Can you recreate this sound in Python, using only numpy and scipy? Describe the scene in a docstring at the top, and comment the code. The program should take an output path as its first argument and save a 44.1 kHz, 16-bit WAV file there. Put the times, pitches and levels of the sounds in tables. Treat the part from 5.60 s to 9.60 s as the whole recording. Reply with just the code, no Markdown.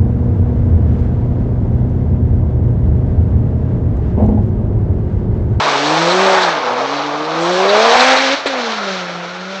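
"""A gravel hairpin between trees and a bank: a rally car slides through, lifts, then pulls hard away.
Periodic firing gives the exhaust a few clean harmonics, under a rough roar and a rasp that puffs once
per firing. A gear change cuts the ignition, which returns with a bang. Sliding friction makes the
tyres scrub and howl, and they throw grit. Trees and bank scatter an echo; the loudest peaks clip."""
import sys
import numpy as np
from scipy import signal
from scipy.fft import rfft, irfft
from scipy.io import wavfile
from scipy.ndimage import uniform_filter1d

SR = 44100
rng = np.random.default_rng(int(sys.argv[2]) if len(sys.argv) > 2 else 0)


def dump(signal):
    """Clip the signal to [-1, 1] and save it as 16-bit WAV at the path in sys.argv[1]."""
    limited = np.clip(np.atleast_2d(signal).T, -1, 1)
    pcm = np.round(limited * 32767).astype(np.int16)
    wavfile.write(sys.argv[1], SR, pcm)


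N = 176400

# Spectra give relative density; envelopes give level before any gain applied in the functions.
# Spectrum of the open air: f/Hz, level/dB
AIR_SPECTRUM = [(20, -16.5), (60, -18.5), (150, -4.5), (500, 1.5), (1500, -16.5), (8000, -38)]
# Envelope of the gravel spray from wheelspin: t/s, level/dB
SPRAY_ENVELOPE = [(0, -36.5), (.3, -35), (.52, -30.5), (.85, -35.5), (1, -55.5), (1.76, -54.5), (1.82, -34),
                  (2.1, -41.5), (2.45, -27.5), (2.7, -43), (2.8, -61), (4, -63.5)]
# Spectrum of the spray: f/Hz, level/dB
SPRAY_SPECTRUM = [(3000, -12.5), (5000, -2.5), (6000, -2.5), (7200, -8), (8500, -8)]
# Stones scraping under the tyres: t/s, level/dB, 1/e half-length/s
STONE_SCRAPES = [(0.514, -21, 0.022), (.835, -18.5, 0.0099), (1.376, -28.5, .016), (1.653, -30.5, 0.011),
                 (2.10, -19.5, 0.018), (2.405, -13, 0.012), (2.577, -18, .016), (3.036, -31, .025)]
# Envelope of the slide, for scrub and grit: t/s, level/dB
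SLIDE_ENVELOPE = [(0, -17), (.3, -24), (.9, -19), (1.15, -27), (1.6, -25.5), (2.1, -23), (2.8, -33),
                  (4, -47)]
# Spectrum of the tyre scrub: f/Hz, level/dB
SCRUB_SPECTRUM = [(200, -16), (450, -9), (650, -6.5), (870, -3), (1020, -5), (1180, 1.5), (1450, -11),
                  (3000, -24.5)]
# Spectrum of the grit impacts: f/Hz, level/dB
GRIT_SPECTRUM = [(600, -14.5), (1500, 5.5), (3800, 5.5), (6000, -3), (8500, -31.5)]
# Tyre howl while the throttle is shut: t/s, f/Hz, level/dB
HOWL_TRACK = [(.9, 455, -42), (.98, 479, -28.5), (1.1, 494, -25), (1.19, 483.3, -25), (1.29, 460.7, -30),
              (1.4, 445.6, -52)]
# Spectrum of the crack at the gear change: f/Hz, level/dB
CRACK_SPECTRUM = [(150, -16), (400, 3), (900, -9), (1600, 1), (2800, -7), (4100, 0.5), (5200, -23),
                  (8000, -20)]
# Pipe resonances flaring under load: t/s, 1/e half-length/s, f/Hz, stage bandwidth/Hz, level/dB
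PIPE_FLARES = [(0.073, 0.017, 1000, 500, -15.5), (0.152, 0.011, 860, 200, -16),
               (0.758, 0.063, 870, 200, -16), (0.807, 0.11, 1630, 540, -19), (2.054, 0.0051, 680, 500, -10),
               (2.332, .17, 830, 328.1, -15.5)]
# Spectrum of the exhaust roar: f/Hz, level/dB
ROAR_SPECTRUM = [(25, -37), (100, -37), (220, -23.5), (380, -12), (520, -3.5), (700, -0.5), (880, -2),
                 (1150, -4.5), (1500, -11), (2200, -29.5)]
# Envelope of the roar: t/s, level/dB
ROAR_ENVELOPE = [(0, -14), (.07, -17.5), (.24, -17.5), (.55, -16), (.78, -14.5), (.98, -18.5), (1.33, -20),
                 (1.6, -23.5), (1.95, -18), (2.22, -12.5), (2.42, -14.5), (2.56, -14), (2.62, -18),
                 (2.75, -19.5), (2.91, -25.5), (3.03, -22), (3.17, -25.5), (3.3, -27), (3.45, -30),
                 (3.85, -33.5), (4, -33)]
# Spectrum of the rasp's upper mids: f/Hz, level/dB
MIDS_SPECTRUM = [(800, -41), (1200, -4.5), (1380, 0.5), (1600, 0.5), (1950, -2), (2280, -1), (2700, -5.5),
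                 (3100, -10.5), (4200, -25.5)]
# Envelope of the upper mids: t/s, level/dB
MIDS_ENVELOPE = [(0, -24), (.35, -23.5), (.65, -20.5), (.82, -24), (1, -30), (1.4, -29), (1.6, -36.5),
                 (1.9, -27), (2.2, -20.5), (2.5, -13.5), (2.65, -19.5), (2.75, -20), (2.9, -26.5),
                 (3.03, -26.5), (3.17, -29), (3.35, -28.5), (3.5, -32), (3.83, -36), (4, -32.5)]
# Spectrum of the rasp's treble: f/Hz, level/dB
TREBLE_SPECTRUM = [(2000, -25), (2900, -5), (3350, -1.5), (3900, -1.5), (4350, -2.5), (4900, -8.5),
                   (5500, -7.5), (6500, -13.5), (7500, -24), (8500, -36.5)]
# Envelope of the treble: t/s, level/dB
TREBLE_ENVELOPE = [(0, -25), (.5, -24.5), (.85, -23.5), (.99, -34.5), (1.2, -31.5), (1.38, -31),
                   (1.62, -36.5), (1.79, -30.5), (1.82, -30.5), (2.05, -25.5), (2.2, -19.5), (2.52, -19.5),
                   (2.74, -23), (2.9, -29), (3.05, -28), (3.17, -30.5), (3.35, -29), (3.5, -35.5),
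                   (3.83, -37), (4, -34.5)]
# Envelope of a narrow ring heard behind the departing car: t/s, level/dB
RING_ENVELOPE = [(2.85, -49), (3.0, -40), (3.2, -27), (3.35, -30.5), (3.6, -35.5), (4, -33.5)]
# Firing rate of the engine: t/s, f/Hz
FIRING_RATE = [(0.0, 149.7), (0.1, 141.3), (0.17, 138.5), (0.3, 153.3), (0.5, 175.2), (0.6, 190.2),
               (0.7, 191.8), (0.83, 184.1), (0.95, 155), (1.06, 120.7), (1.12, 122), (1.35, 144.3),
               (1.5, 146.2), (1.76, 162.3), (2.03, 190.8), (2.25, 226.8), (2.47, 260.5), (2.68, 266.4),
               (2.76, 281.0), (2.87, 280), (3.0, 245.5), (3.1, 222.0), (3.25, 197.5), (3.45, 175.3),
               (3.65, 174.1), (3.82, 184.2), (3.95, 194.6), (4.0, 189.0)]
# Harmonics of the firing rate: t/s, level of order 1/dB, of order 2/dB, of order 3/dB
ORDER_ENVELOPES = [(0, -37, -45.5, -35.5), (0.25, -34.5, -22.5, -25.5), (0.4, -26, -22, -30.5),
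                   (0.48, -25.5, -23.5, -15), (0.57, -25, -17.5, -28.5), (0.72, -29.5, -18, -16),
                   (0.87, -31, -27, -37), (1.02, -51, -38.5, -41), (1.3, -40.5, -29, -37),
                   (1.65, -40, -29, -30), (1.85, -28, -21.5, -24), (2.15, -31, -17, -16.5),
                   (2.5, -24, -21.5, -19), (2.63, -24, -23.5, -34), (2.75, -19.5, -19.5, -44),
                   (2.9, -30.5, -24.5, -43), (3.03, -28, -29, -40), (3.18, -33, -41, -49),
                   (3.28, -30, -30.5, -26), (3.5, -33, -40.5, -35.5), (3.83, -32.5, -39.5, -39),
                   (3.94, -31.5, -40, -29), (4, -31.5, -49, -32.5)]

CUT_S, RESUME_S, BANG_S = 2.751, 2.860, 2.858  # the gear change


def undb(db):
    """Amplitude ratio of a level in decibels."""
    return 10 ** (np.asarray(db) / 20)


def unit(x):
    """Normalisation to rms 1."""
    return x / np.sqrt(np.mean(x ** 2))


def times():
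    """Uniform sampling instants in seconds."""
    return np.arange(N) / SR


def curves(table):
    """Linear interpolation of each column against time, the first column."""
    when, *columns = np.array(table, float).T
    return [np.interp(times(), when, column) for column in columns]


def noise():
    """Gaussian white noise."""
    return rng.standard_normal(N)


def colour(x, spectrum):
    """Spectral shaping, with steep skirts beyond the given points; rms 1."""
    hz, db = np.array(spectrum, float).T
    f = np.maximum(np.arange(N // 2 + 1) * SR / N, 1)
    gain = undb(np.interp(np.log(f), np.log(hz), db))
    skirts = np.minimum(f / hz[0], 1) ** 2 * np.minimum(hz[-1] / f, 1) ** 4
    return unit(irfft(rfft(x) * gain * skirts, N))


def drift(rate_hz):
    """Averaging noise twice leaves a smooth random fluctuation; rms 1."""
    span = max(int(SR / rate_hz), 1)
    return unit(uniform_filter1d(uniform_filter1d(noise(), span), span))


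def resonance(hz, width_hz):
    """Forced response to noise of two identical resonant stages in series; rms 1."""
    b, a = signal.iirpeak(hz, hz / width_hz, fs=SR)
    return unit(signal.lfilter(b, a, signal.lfilter(b, a, noise())))


def swell(at_s, half_s):
    """Gaussian envelope with peak 1."""
    return np.exp(-((times() - at_s) / half_s) ** 2)


def open_air():
    """Stationary broadband noise forms the faint background."""
    return undb(-40.5) * colour(noise(), AIR_SPECTRUM)


def hillside_echo(car, delay_s=0.017, t60_s=0.41):
    """Scattering from trees and bank: convolution with an exponentially decaying diffuse tail."""
    t = times()
    tail = noise() * (t > delay_s) * np.exp(-np.log(1000) * t / t60_s)
    return undb(-17) * signal.fftconvolve(car, tail / np.sqrt(np.sum(tail ** 2)))[:N]


def gravel_spray(ticks_per_s=5700):
    """Shot noise: the impacts of fine gravel thrown by spinning wheels merge into a hiss."""
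    ticks = (rng.random(N) < ticks_per_s / SR) * noise()
    return colour(ticks, SPRAY_SPECTRUM) * undb(curves(SPRAY_ENVELOPE)[0])


def stone_scrapes():
    """Friction on stones under the tyres excites short narrow-band screeches."""
    envelope = sum(undb(db) * swell(at_s, half_s) for at_s, db, half_s in STONE_SCRAPES)
    return envelope * resonance(hz=4000, width_hz=870)


def tyre_slide(stones_per_s=500):
    """Sliding friction gives a juddering scrub; flying grit adds randomly timed impulses."""
    scrub = colour(noise(), SCRUB_SPECTRUM) * undb(2 * drift(rate_hz=55))
    impacts = (rng.random(N) < stones_per_s / SR) * np.sign(noise())
    strength = undb(-np.minimum(rng.exponential(size=N), 5))
    grit = undb(-9) * colour(impacts * strength, GRIT_SPECTRUM)
    return undb(curves(SLIDE_ENVELOPE)[0]) * (unit(scrub) + grit)


def tyre_howl():
    """Frictional oscillation of the tyres: a brief tone wavering in pitch and level."""
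    hz, db = curves(HOWL_TRACK)
    cycles = np.cumsum(hz * (1 + 0.011 * drift(rate_hz=78))) / SR
    return np.sqrt(2) * np.sin(2 * np.pi * cycles) * undb(db + 0.61 * drift(rate_hz=30))


def ignition_cut(fade_s=0.011, return_s=0.0034):
    """Gating with linear ramps: 1 while the ignition is off for the gear change, 0 while it fires."""
    t = times()
    return np.clip((t - CUT_S) / fade_s + .5, 0, 1) * np.clip((RESUME_S - t) / return_s, 0, 1)


def shift_bang(boom_hz=510, crack_delay_s=0.0033):
    """Impulsive excitation: unburnt fuel ignites in the pipe, a damped boom and then a crack."""
    def burst(start_s, rise_s):
        u = np.maximum(times() - start_s, 0) / rise_s
        return u * np.exp(1 - u)

    boom = burst(BANG_S, rise_s=.002) * np.sin(2 * np.pi * boom_hz * (times() - BANG_S))
    crack = burst(BANG_S + crack_delay_s, rise_s=0.0074) * colour(noise(), CRACK_SPECTRUM)
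    return undb(-6.5) * boom + undb(-16) * crack


def pipe_flares():
    """Resonance: modes of the exhaust pipe swell briefly under load."""
    return sum(undb(db) * swell(at_s, half_s) * resonance(hz, width_hz)
               for at_s, half_s, hz, width_hz, db in PIPE_FLARES)


def firing_pulses(cycles, jitter_s=.0004, scatter_db=3):
    """Cycle-to-cycle variation: one impulse per firing, uneven in timing and strength."""
    fired = np.flatnonzero(np.diff(np.floor(cycles)))
    lateness, size = rng.standard_normal((N // 40, 2))[:len(fired)].T
    arrivals = np.clip(fired + (lateness * jitter_s * SR).astype(int), 0, N - 1)
    pulses = np.zeros(N)
    pulses[arrivals] = undb(scatter_db * np.tanh(size))
    return pulses


def exhaust_roar(cycles, pulse_share=0.38, puff_depth=0.15, cut_fall_db_per_s=25):
    """Source and filter: uneven firings ring the pipe and modulate the rasp of the escaping gas."""
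    puff = 1 + puff_depth * np.cos(2 * np.pi * cycles)
    roar = pulse_share * colour(firing_pulses(cycles), ROAR_SPECTRUM)
    roar += np.sqrt(1 - pulse_share ** 2) * colour(puff * noise(), ROAR_SPECTRUM)
    roar *= undb(curves(ROAR_ENVELOPE)[0] + 1.46 * drift(rate_hz=47))
    mids = colour(puff * noise(), MIDS_SPECTRUM)
    mids *= undb(curves(MIDS_ENVELOPE)[0] + 1 + .5 * drift(rate_hz=40))
    treble = colour(puff * noise(), TREBLE_SPECTRUM)
    treble *= undb(curves(TREBLE_ENVELOPE)[0] + 1 + 1.2 * drift(rate_hz=50))
    ring = resonance(hz=1360, width_hz=180) * undb(curves(RING_ENVELOPE)[0])
    cut_db = ignition_cut() * (-4.5 - cut_fall_db_per_s * (times() - CUT_S))
    return (roar + mids + treble + ring) * undb(cut_db)


def exhaust_note(cycles, firing_hz, pipe_hz=860, half_width_hz=59):
    """Harmonic series of the firing rate; a pipe resonance lifts orders 4 and 5 as they cross it."""
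    def lift_db(order):
        return 4 / (1 + ((order * firing_hz - pipe_hz) / half_width_hz) ** 2)

    first, second, third = curves(ORDER_ENVELOPES)
    levels = [first, second, third, third - 11.5 + lift_db(4), third - 20.5 + lift_db(5)]
    note = np.zeros(N)
    for order, db in enumerate(levels, 1):
        flutter_db = 1.22 * drift(rate_hz=35)
        note += undb(db + flutter_db) * np.sin(2 * np.pi * (order * cycles + rng.random()))
    return np.sqrt(2) * note * undb(0.73 - 21 * ignition_cut())


def scene():
    """Superposition of the car, its echo and the open air, in one channel."""
    firing_hz, = curves(FIRING_RATE)
    cycles = np.cumsum(firing_hz * (1 + 0.00456 * drift(rate_hz=30))) / SR  # one cycle per firing
    car = exhaust_note(cycles, firing_hz) + exhaust_roar(cycles) + pipe_flares()
    car += gravel_spray() + shift_bang() + tyre_slide() + tyre_howl() + stone_scrapes()
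    return (car + hillside_echo(car) + open_air())[None]


def record(dry, clip_level=.95, top_hz=8043):
    """Saturation and band limiting: the loudest peaks clip, then a low-pass removes the top."""
    low_pass = signal.ellip(8, .2, 70, top_hz, fs=SR, output="sos")
    return signal.sosfilt(low_pass, np.clip(dry, -clip_level, clip_level))


dry = scene()
out = record(dry)
dump(out)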